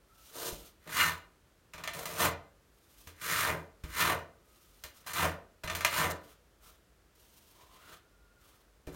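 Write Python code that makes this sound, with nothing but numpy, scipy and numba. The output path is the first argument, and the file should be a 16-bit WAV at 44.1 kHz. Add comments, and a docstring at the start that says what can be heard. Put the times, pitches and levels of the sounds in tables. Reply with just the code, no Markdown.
"""Over a faint steady background come a soft rub and a thin tone; then a steel trowel beds into wet mortar.
It spreads the mortar round a drain in a small shower stall: clumped grain impulses excite a tuned rasp,
a sand hiss and a drumming floor, and the rasp sinks in pitch as the blade tilts. The blade lands with soft
thuds (decaying sines and noise), clinks on grit (noise bursts through blade modes) and once shrieks.
In a pause a finger wipes the rim of the drain: noise through a resonance whose note rises."""
import sys
import numpy as np
from scipy import signal
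from scipy.fft import rfft, irfft, next_fast_len
from scipy.io import wavfile
from scipy.ndimage import uniform_filter1d
from numba import njit

SR = 44100
rng = np.random.default_rng(int(sys.argv[2]) if len(sys.argv) > 2 else 0)


def master_out(mix):
    """Clip the mix to full scale and print it as 16-bit PCM to the path in sys.argv[1]."""
    frames = np.transpose(np.atleast_2d(mix))
    ceiling = np.clip(frames, -1, 1)
    pcm = np.round(ceiling * 32767).astype(np.int16)
    wavfile.write(sys.argv[1], SR, pcm)


N = 394694
TIME = np.arange(N) / SR
SIZE = next_fast_len(N + SR)
FREQ = np.maximum(np.arange(SIZE // 2 + 1) * SR / SIZE, 1)

# blade knocks on grit: t/s, relative level/dB, treble re that level/dB
KNOCKS_ON_GRIT = [(0.872, -30, -28), (1.735, -26, -11), (1.779, -30, -18), (1.837, -21.5, -10),
                  (1.875, -19, -14), (1.933, -29, 2), (2.055, -23, 1), (3.071, -30, -1), (3.836, -29, -6.5),
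                  (4.837, -27, 2), (5.064, -33, -3), (5.133, -26.5, 8.5), (5.635, -23.5, -15.5),
                  (5.675, -21, -30.5), (5.698, -19, -29), (5.75, -23.5, 5.5), (5.807, -20, -8.5),
                  (5.848, -8, -7), (8.869, -32, -3)]
# spectrum of fine sand friction: f/Hz, relative level/dB
HISS_SPECTRUM = [(1500, -6.5), (3000, 4), (4200, 2), (4950, 3), (7000, 1.5), (7700, -1.5), (8800, 3.5),
                 (10400, -1.5), (11600, 3.5), (16000, 0)]


def undb(db):
    """Amplitude gain is ten to the power of the level in decibels over 20."""
    return 10 ** (np.asarray(db) / 20)


def unit(x):
    """Normalization divides a signal by its root mean square."""
    return x / np.sqrt(np.mean(x ** 2))


def along(points, hz=FREQ):
    """Interpolation of (frequency, value) points is linear on a logarithmic frequency axis."""
    f, value = np.transpose(points)
    return np.interp(np.log(hz), np.log(f), value)


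def response(db):
    """Minimum phase: folding the cepstrum makes a gain curve causal, with unit power for white noise."""
    cepstrum = irfft(np.log(unit(undb(db))), SIZE)
    cepstrum[1:SIZE // 2] *= 2
    cepstrum[SIZE // 2 + 1:] = 0
    return np.exp(rfft(cepstrum))


def through(x, gain):
    """Linear filtering multiplies the spectrum of a sound by a frequency response."""
    return irfft(rfft(x, SIZE) * gain, SIZE)[:N]


@njit
def resonate(x, hz, damping):
    """State-variable resonance with a moving centre: returns its band-pass and high-pass outputs."""
    band, high = np.empty(len(x)), np.empty(len(x))
    band_state, low_state = 0., 0.
    for i in range(len(x)):
        g = np.tan(np.pi * hz[i] / SR)
        v = (band_state + g * (x[i] - low_state)) / (1 + g * (g + damping))
        band[i] = damping * v
        high[i] = x[i] - damping * v - low_state - g * v
        band_state = 2 * v - band_state
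        low_state = low_state + 2 * g * v
    return band, high


def walk(rate):
    """Random modulation: normal values drawn rate times a second, joined linearly, with spread near 1."""
    return 1.2 * np.interp(TIME * rate, np.arange(N), rng.standard_normal(N))


def grains(rate, spread_db):
    """Shot noise: randomly timed impulses of random sign and very unequal size, rms 1."""
    hit = rng.random(N) < rate / SR
    sign = np.sign(rng.standard_normal(N))
    size = undb(spread_db * np.clip(rng.standard_normal(N), -2, 2))
    return unit(hit * sign * size)


def swell(s, rise, hold, fall):
    """Gesture envelope: gain climbs to 1 at s, holds and dies away."""
    swell_db, curve = 24.5, 1.12  # depth after one rise or fall time; a curve above 1 steepens quiet ends
    away = np.maximum(s - TIME, 0) / rise + np.maximum(TIME - s - hold, 0) / fall
    return undb(-swell_db * np.minimum(away, 10) ** curve)


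def blend(gestures):
    """Powers of gestures (gain, control, ..) add; each control is their power-weighted mean."""
    power = sum(g[0] ** 2 for g in gestures)
    controls = [sum(g[0] ** 2 * g[k] for g in gestures) / power for k in range(1, len(gestures[0]))]
    return [np.sqrt(power)] + controls


def body():
    """Modal resonance: Lorentzian peaks of blade and floor give a gain curve in dB for contact sounds."""
    # resonances of floor pan and stall: f/Hz, width/Hz, relative lift/dB
    floor_modes = [(84, 36, 6), (158, 60, 11), (222, 37, 5), (292, 45, 9), (362, 65, 8), (453, 70, 11),
                   (562, 55, 8), (612, 55, 5), (676, 50, 7)]
    # resonances of the blade: f/Hz, width/Hz, relative lift/dB
    blade_modes = [(980, 90, 7), (1210, 150, 7), (1335, 30, 4), (1472, 36, 7), (1573, 34, 6), (1810, 80, 6),
                   (2051, 38, 7), (2410, 60, 5), (2838, 36, 8), (3500, 90, 4), (4095, 130, 7),
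                   (6020, 70, 5), (6515, 70, 6), (7170, 170, 7), (8600, 220, 4), (11145, 70, 6)]
    hz = np.geomspace(20, SR / 2, 3000)
    lift = sum(db / (1 + (2 * (hz - f) / width) ** 2) for f, width, db in floor_modes + blade_modes)
    # removing the local mean, over a little more than an octave, leaves peaks and valleys
    trend = uniform_filter1d(lift, size=350, mode="nearest")
    return 1.2 * np.interp(FREQ, hz, lift - trend)


def air():
    """Stationary noise: filtered white noise gives the faint, steady background of the house."""
    # spectrum of the background: f/Hz, relative level/dB
    air_spectrum = [(25, -25), (48, 6.5), (85, -5), (240, -11.5), (380, -10), (580, -13), (800, -19),
                    (1400, -17), (2300, -23), (16000, -32.5)]
    level_db = -65.5  # rms
    return undb(level_db) * unit(through(rng.standard_normal(N), undb(along(air_spectrum))))


def hand():
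    """Friction controls: pressure, treble in dB and centre in Hz of light rubs and of the finger."""
    # light rubs of sleeve and hand:
    # full level at t/s, rise/s, hold/s, fall/s, relative level/dB, treble re level/dB, centre f/Hz
    rub_events = [(0.198, 0.14, 0.21, 0.11, -70, 10, 1380), (0.603, 0.14, 0.054, 0.12, -71, 11.5, 1340),
                  (2.975, 0.39, 0.12, 0.059, -77, 14, 1190), (4.525, 0.17, 0.45, 0.064, -82.5, 16, 1270),
                  (4.952, 0.054, 0.056, .05, -69.5, 5, 1280), (6.237, 0.061, 0.076, 0.082, -67, -2, 1350),
                  (6.651, 0.051, 0.054, 0.083, -62.5, 2, 1350), (8.431, 0.071, 0.11, 0.16, -68, 0, 1297)]
    # the finger works round the drain, in the main pressing harder as its note rises:
    # t/s, relative level/dB, treble re level/dB, note of the hollow f/Hz
    finger_path = [(7.152, -84, 17.5, 980), (7.5, -80, 15.5, 990), (7.6, -64.5, -12.5, 1020),
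                   (7.76, -63.5, -13, 1080), (7.84, -61.5, -28, 1400), (7.943, -52.5, -11, 1370),
                   (8.009, -80, -6, 1444)]
    times, *columns = np.transpose(finger_path)
    finger_db, treble, note = (np.interp(TIME, times, c) for c in columns)
    within = (TIME > times[0]) & (TIME < times[-1])
    touching = uniform_filter1d(1. * within, size=220)  # 5 ms edges
    rubs = [(undb(db) * swell(s, rise, hold, fall), treble_db, hz)
            for s, rise, hold, fall, db, treble_db, hz in rub_events]
    return blend(rubs + [(touching * undb(finger_db), treble, note)])


def wipes(ring):
    """Friction noise excites a narrow resonance, whose note rises as the finger works round the drain."""
    # spectrum of soft rubbing: f/Hz, relative level/dB
    wipe_spectrum = [(300, 3), (700, 4.5), (1400, -3), (2300, 1.5), (3200, 3), (5000, -3.5), (10000, -7)]
    hollow_gain_db, smear_gain_db, damping = 1.0, -2, 0.12
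    pressure, treble_db, hollow_hz = hand()
    rub = undb(2.5 * walk(70)) * rng.standard_normal(N)
    tuned = resonate(rub, hollow_hz, damping)[0] + .17 * rub
    hollow = unit(through(tuned, response(along(wipe_spectrum) + .5 * ring)))
    smear = undb(treble_db) * through(rub, response(along(HISS_SPECTRUM)))
    return pressure * (undb(hollow_gain_db) * hollow + undb(smear_gain_db) * smear)


def tones():
    """Frequency and amplitude modulation: random walks make faint, thin sine tones waver."""
    # faint thin tones before, between and after the strokes: full level at t/s, hold/s, level/dB, f/Hz
    tone_events = [(0.105, 0.118, -68.5, 1320), (4.35, 0.3, -76.5, 1256), (8.05, 0.4, -75, 1420)]
    fade_s, waver = 0.035, 0.017  # waver is a fraction of the pitch
    out = np.zeros(N)
    for s, length, db, hz in tone_events:
        phase = 2 * np.pi * np.cumsum(hz * (1 + waver * walk(97))) / SR
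        tone = unit(undb(4.4 * walk(40)) * np.sin(phase))
        out += undb(db) * swell(s, fade_s, length, fade_s) * tone
    return out


def blade():
    """Gap tuning: tilt opens the gap, so the rasp sinks, sand hiss fades and the floor drums more."""
    # light drags of the blade and a hissing flick of its edge: full level at t/s, rise/s, hold/s,
    # relative rasp level/dB, relative sand hiss re rasp/dB, relative floor drumming re rasp/dB,
    # rasp centre f/Hz
    light_events = [(0.367, 0.058, 0.13, -47, 2.5, -16, 510), (0.868, 0.011, 0.045, -52.5, -7, 9, 1110),
                    (1.744, .01, 0.17, -51.5, -11, -8.5, 1096), (1.949, .02, 0.32, -45.5, -1, -10, 730),
                    (3.223, 0.027, 0.076, -43.5, -0.5, -16.5, 1700),
                    (5.065, 0.0089, 0.069, -44.5, -0.5, -18, 1290),
                    (5.639, 0.0069, 0.24, -44, -8, -8, 1370), (6.103, .012, 0.016, -41, 9, -12, 750),
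                    (8.929, 0.018, .02, -52, -6.5, -10, 600)]
    # a stroke swells, holds and dies as the blade lifts: full speed at t/s, rise/s, hold/s, fall/s,
    # relative rasp level/dB, relative sand hiss re rasp/dB, relative floor drumming re rasp/dB,
    # rasp centre of the flat blade f/Hz, final tilt/0-1
    stroke_events = [(0.47, 0.084, 0.015, 0.15, -47, 10.5, -13.5, 580, 0.46),
                     (0.971, 0.094, 0.096, 0.11, -30.5, -2.5, -19, 1770, 0.24),
                     (2.211, 0.053, 0.048, 0.071, -27.5, 0, -15, 1410, 0.7),
                     (3.318, 0.11, 0.18, 0.13, -31, -2.5, -20, 1980, 1.0),
                     (4.008, .11, 0.1, 0.11, -29, -3, -18, 1840, 0.88),
                     (5.2, 0.11, 0.05, 0.1, -29, -4, -16, 1500, 0.7),
                     (5.965, 0.11, 0.094, 0.12, -30.5, -2.5, -18, 1750, 0.99)]
    light_fall_s = 0.011
    tilt_s, tilt_lead_s = 0.039, 0.0034  # time constant; lead of mid-tilt before the end of the hold
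    tilt_octaves, tilt_hiss_db, tilt_drum_db = -1.99, -12, 11  # changes at full tilt
    gestures = [(undb(db) * swell(s, rise, length, light_fall_s), hiss_db, drum_db, hz)
                for s, rise, length, db, hiss_db, drum_db, hz in light_events]
    for s, rise, hold, fall, db, hiss_db, drum_db, hz, final_tilt in stroke_events:
        progress = .5 * (1 + np.tanh((TIME - s - hold + tilt_lead_s) / (2 * tilt_s)))
        tilt = min(final_tilt, 1) * progress
        gestures.append((undb(db) * swell(s, rise, hold, fall),
                         hiss_db + tilt_hiss_db * tilt,
                         drum_db + tilt_drum_db * tilt,
                         hz * 2 ** (tilt_octaves * tilt)))
    return blend(gestures)


def snags():
    """Stick before slip: grit holds the blade up just before it knocks free, so the rasp falters."""
    speed = np.ones(N)
    for s, _, _ in KNOCKS_ON_GRIT:
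        start, stall_length = int(s * SR), SR // 50  # 20 ms
        speed[start - stall_length:start] *= np.linspace(1, .25, stall_length)
    return speed


def scrape(ring, hiss_gain):
    """Stick-slip of sand grains excites the gap beneath the blade, which tunes the rasp; the floor drums."""
    # spectrum of the rasp: f/Hz, relative level/dB
    rasp_spectrum = [(250, 1.5), (450, 0.5), (800, 0.5), (1200, 0), (2000, 0.5), (3000, -4.5),
                     (4500, -11.5), (8000, -39.5)]
    # spectrum of the drumming floor: f/Hz, relative level/dB
    drum_spectrum = [(40, -19.5), (80, -2.5), (160, -4), (260, -11), (400, -9), (700, -11), (1500, -55.5)]
    clump_rate, clump_db = 260, 2.0  # changes per second, spread
    damping, broad = 1.0, 0.24  # of the gap; share of untuned grains
    low_edge, high_edge = 0.57, 3.28  # band edges re gap centre
    rasp_gain_db, hiss_gain_db, drum_gain_db = -2.1, -0.85, 2.95

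    pressure, hiss_db, drum_db, gap_hz = blade()
    clumps = unit(undb(clump_db * walk(clump_rate)))
    force = pressure * snags() * clumps
    coarse = grains(rate=5000, spread_db=4.5)
    fine = unit(0.27 * coarse + grains(rate=15000, spread_db=2.5))
    # the gap radiates a band with steep edges that slides down as it opens
    tuned = resonate(coarse, gap_hz, damping)[0] + broad * coarse
    for _ in range(2):
        tuned = resonate(tuned, low_edge * gap_hz, 0.76)[1]
        band, high = resonate(tuned, np.minimum(high_edge * gap_hz, SR / 3), 0.71)
        tuned = tuned - band - high  # the low-pass side
    # a fixed broad resonance at 480 Hz adds a low body to the rasp
    low_body = resonate(coarse, np.full(N, 480.), .8)[0]
    tuned = tuned + undb(-14) * low_body
    # short-time power is levelled, so tilt colours the rasp and force alone sets its loudness
    rasp_gain = response(along(rasp_spectrum) + ring)
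    power = uniform_filter1d(through(tuned, rasp_gain) ** 2, size=1300)
    rasp = through(force * tuned / np.sqrt(power + 1e-9), rasp_gain)
    hiss = through(force * undb(hiss_db) * fine, hiss_gain)
    drum_grains = grains(rate=1500, spread_db=1.5)
    drum = through(force * undb(drum_db) * drum_grains, response(along(drum_spectrum) + ring))
    return undb(rasp_gain_db) * rasp + undb(hiss_gain_db) * hiss + undb(drum_gain_db) * drum


def thuds(ring):
    """Impact response: the landing blade makes the floor pan bounce on its lowest mode and knock above it."""
    # the trowel lands: t/s, relative level/dB, knock re thud before layer gains/dB, bounce of the pan f/Hz
    landings = [(0.527, -40.5, -3, 50.4), (1.747, -52.5, -23, 61.5), (3.071, -52, 1, 81.5),
                (3.839, -35.5, -10.5, 60), (4.844, -51, -3, 64), (5.645, -40, -10, 58),
                (8.873, -41, 6, 57.8)]
    # spectrum of the push: f/Hz, relative level/dB
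    push_spectrum = [(25, -24), (48, 3), (85, -7.5), (160, -4.5), (300, -34), (1000, -79.5)]
    # spectrum of the knock: f/Hz, relative level/dB
    knock_spectrum = [(100, -7), (330, 9.5), (550, 2.5), (900, -5.5), (2500, -54), (8000, -64)]
    bounce_gain_db, push_gain_db, knock_gain_db = 1.5, 17, -6
    pan_decay_s, knock_decay_s = .028, 0.029
    bounce, push, knock = np.zeros(N), np.zeros(N), np.zeros(N)
    for s, db, hard_db, pan_hz in landings:
        start = int(s * SR)
        age = TIME[:N - start]
        bounce[start:] += undb(db) * np.sin(2 * np.pi * pan_hz * age) * np.exp(-age / pan_decay_s)
        push[start] += undb(db)
        knock[start:] += undb(db + hard_db) * np.exp(-age / knock_decay_s)
    thump = through(push, response(along(push_spectrum) + ring))
    low = undb(bounce_gain_db) * bounce + undb(push_gain_db) * thump
    hard = through(knock * rng.standard_normal(N), response(along(knock_spectrum) + ring))
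    return low + undb(knock_gain_db) * hard


def clinks(ring, hiss_gain):
    """Impulsive excitation: crushed grit rings the blade for milliseconds, then crumbs settle."""
    # spectrum of the struck blade: f/Hz, relative level/dB
    steel_spectrum = [(150, -44), (600, 3), (1100, 4.5), (2400, 6.5), (4000, -3), (7000, -7.5),
                      (15000, -21.5)]
    steel_gain_db, crack_gain_db = -10, -10
    crush_s, crumble_s, crumble_db = 0.0023, 0.027, -11  # decay times; crumbs re crush
    give_s = .0001  # onset time constant at a gain of 1
    crush, crack = np.zeros(N), np.zeros(N)
    for s, db, treble_db in KNOCKS_ON_GRIT:
        start = int(s * SR)
        age = TIME[:min(SR // 5, N - start)]
        burst = undb(db) * (np.exp(-age / crush_s) + undb(crumble_db) * np.exp(-age / crumble_s))
        # wet mortar cushions a light touch more than a hard one
        burst = burst * (1 - np.exp(-age * undb(db) / give_s))
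        crush[start:start + len(burst)] += burst
        crack[start:start + len(burst)] += burst * undb(treble_db)
    grit = grains(rate=20000, spread_db=7.0)
    steel = through(crush * grit, response(along(steel_spectrum) + ring))
    return undb(steel_gain_db) * steel + undb(crack_gain_db) * through(crack * grit, hiss_gain)


def shrieks(ring):
    """Modal excitation: the bare edge bites through the mortar and chatters, so the blade's modes stand out."""
    # bites of the edge: t/s, relative level/dB, half length/s
    bites = [(1.013, -25.5, 0.032)]
    # spectrum of the chattering edge: f/Hz, relative level/dB
    edge_spectrum = [(1000, 3), (1500, 1.5), (2050, 2), (2800, -1), (4100, -13.5), (7000, -19),
                     (12500, -22.5), (16000, -17.5)]
    low_hz = 1150  # the bass falls away below this
    bite = sum(undb(db) * np.exp(-((TIME - s) / length) ** 2) for s, db, length in bites)
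    above_floor = -10 * np.log10(1 + (low_hz / np.maximum(FREQ, 300)) ** 12)
    singing = 1.8 * ring
    chatter = bite * grains(rate=4100, spread_db=1.0)
    return through(chatter, response(along(edge_spectrum) + above_floor + singing))


def stall(dry):
    """Reverberation: close walls return dense noise whose octave bands decay sooner in the treble."""
    # reverberation time of the stall: f/Hz, t60/s
    decay_times = [(80, 0.46), (500, 0.47), (1500, 0.34), (4000, .3), (14000, 0.024)]
    wet_db, first_s = -4, 0.0033  # the tail is silent until first_s and full at twice that
    age, tail = TIME[:SR], 0
    noise = rfft(rng.standard_normal(SR))
    octave = np.log2(np.arange(len(noise)) + 1)  # bins are 1 Hz apart
    for k in np.arange(5, 15):
        t60 = along(decay_times, 2. ** k)
        band = irfft(noise * np.maximum(1 - abs(octave - k), 0), SR)
        tail = tail + band * np.exp(-np.log(1000) * age / t60)
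    onset = np.clip(age / first_s - 1, 0, 1)
    # scaled by the energy of a decay with the t60 at 1 kHz
    tail = tail * onset / np.sqrt(SR * along(decay_times, 1000) / np.log(1e6))
    return dry + undb(wet_db) * through(dry, rfft(tail, SIZE))


def scene():
    """Superposition: contacts are coloured by blade and floor and reverberate; tones and air are added dry."""
    ring = body()
    hiss_gain = response(along(HISS_SPECTRUM) + ring)
    work = wipes(ring) + scrape(ring, hiss_gain) + thuds(ring) + clinks(ring, hiss_gain) + shrieks(ring)
    return (undb(0.63) * stall(work) + tones() + air())[None]


def record(dry):
    """Band limiting: a steep elliptic low-pass filter cuts the top."""
    top_hz = 16050
    low_pass = signal.ellip(10, .2, 70, top_hz, fs=SR, output="sos")  # order, ripple dB, stop-band dB
    return signal.sosfilt(low_pass, dry)


dry = scene()
out = record(dry)
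master_out(out)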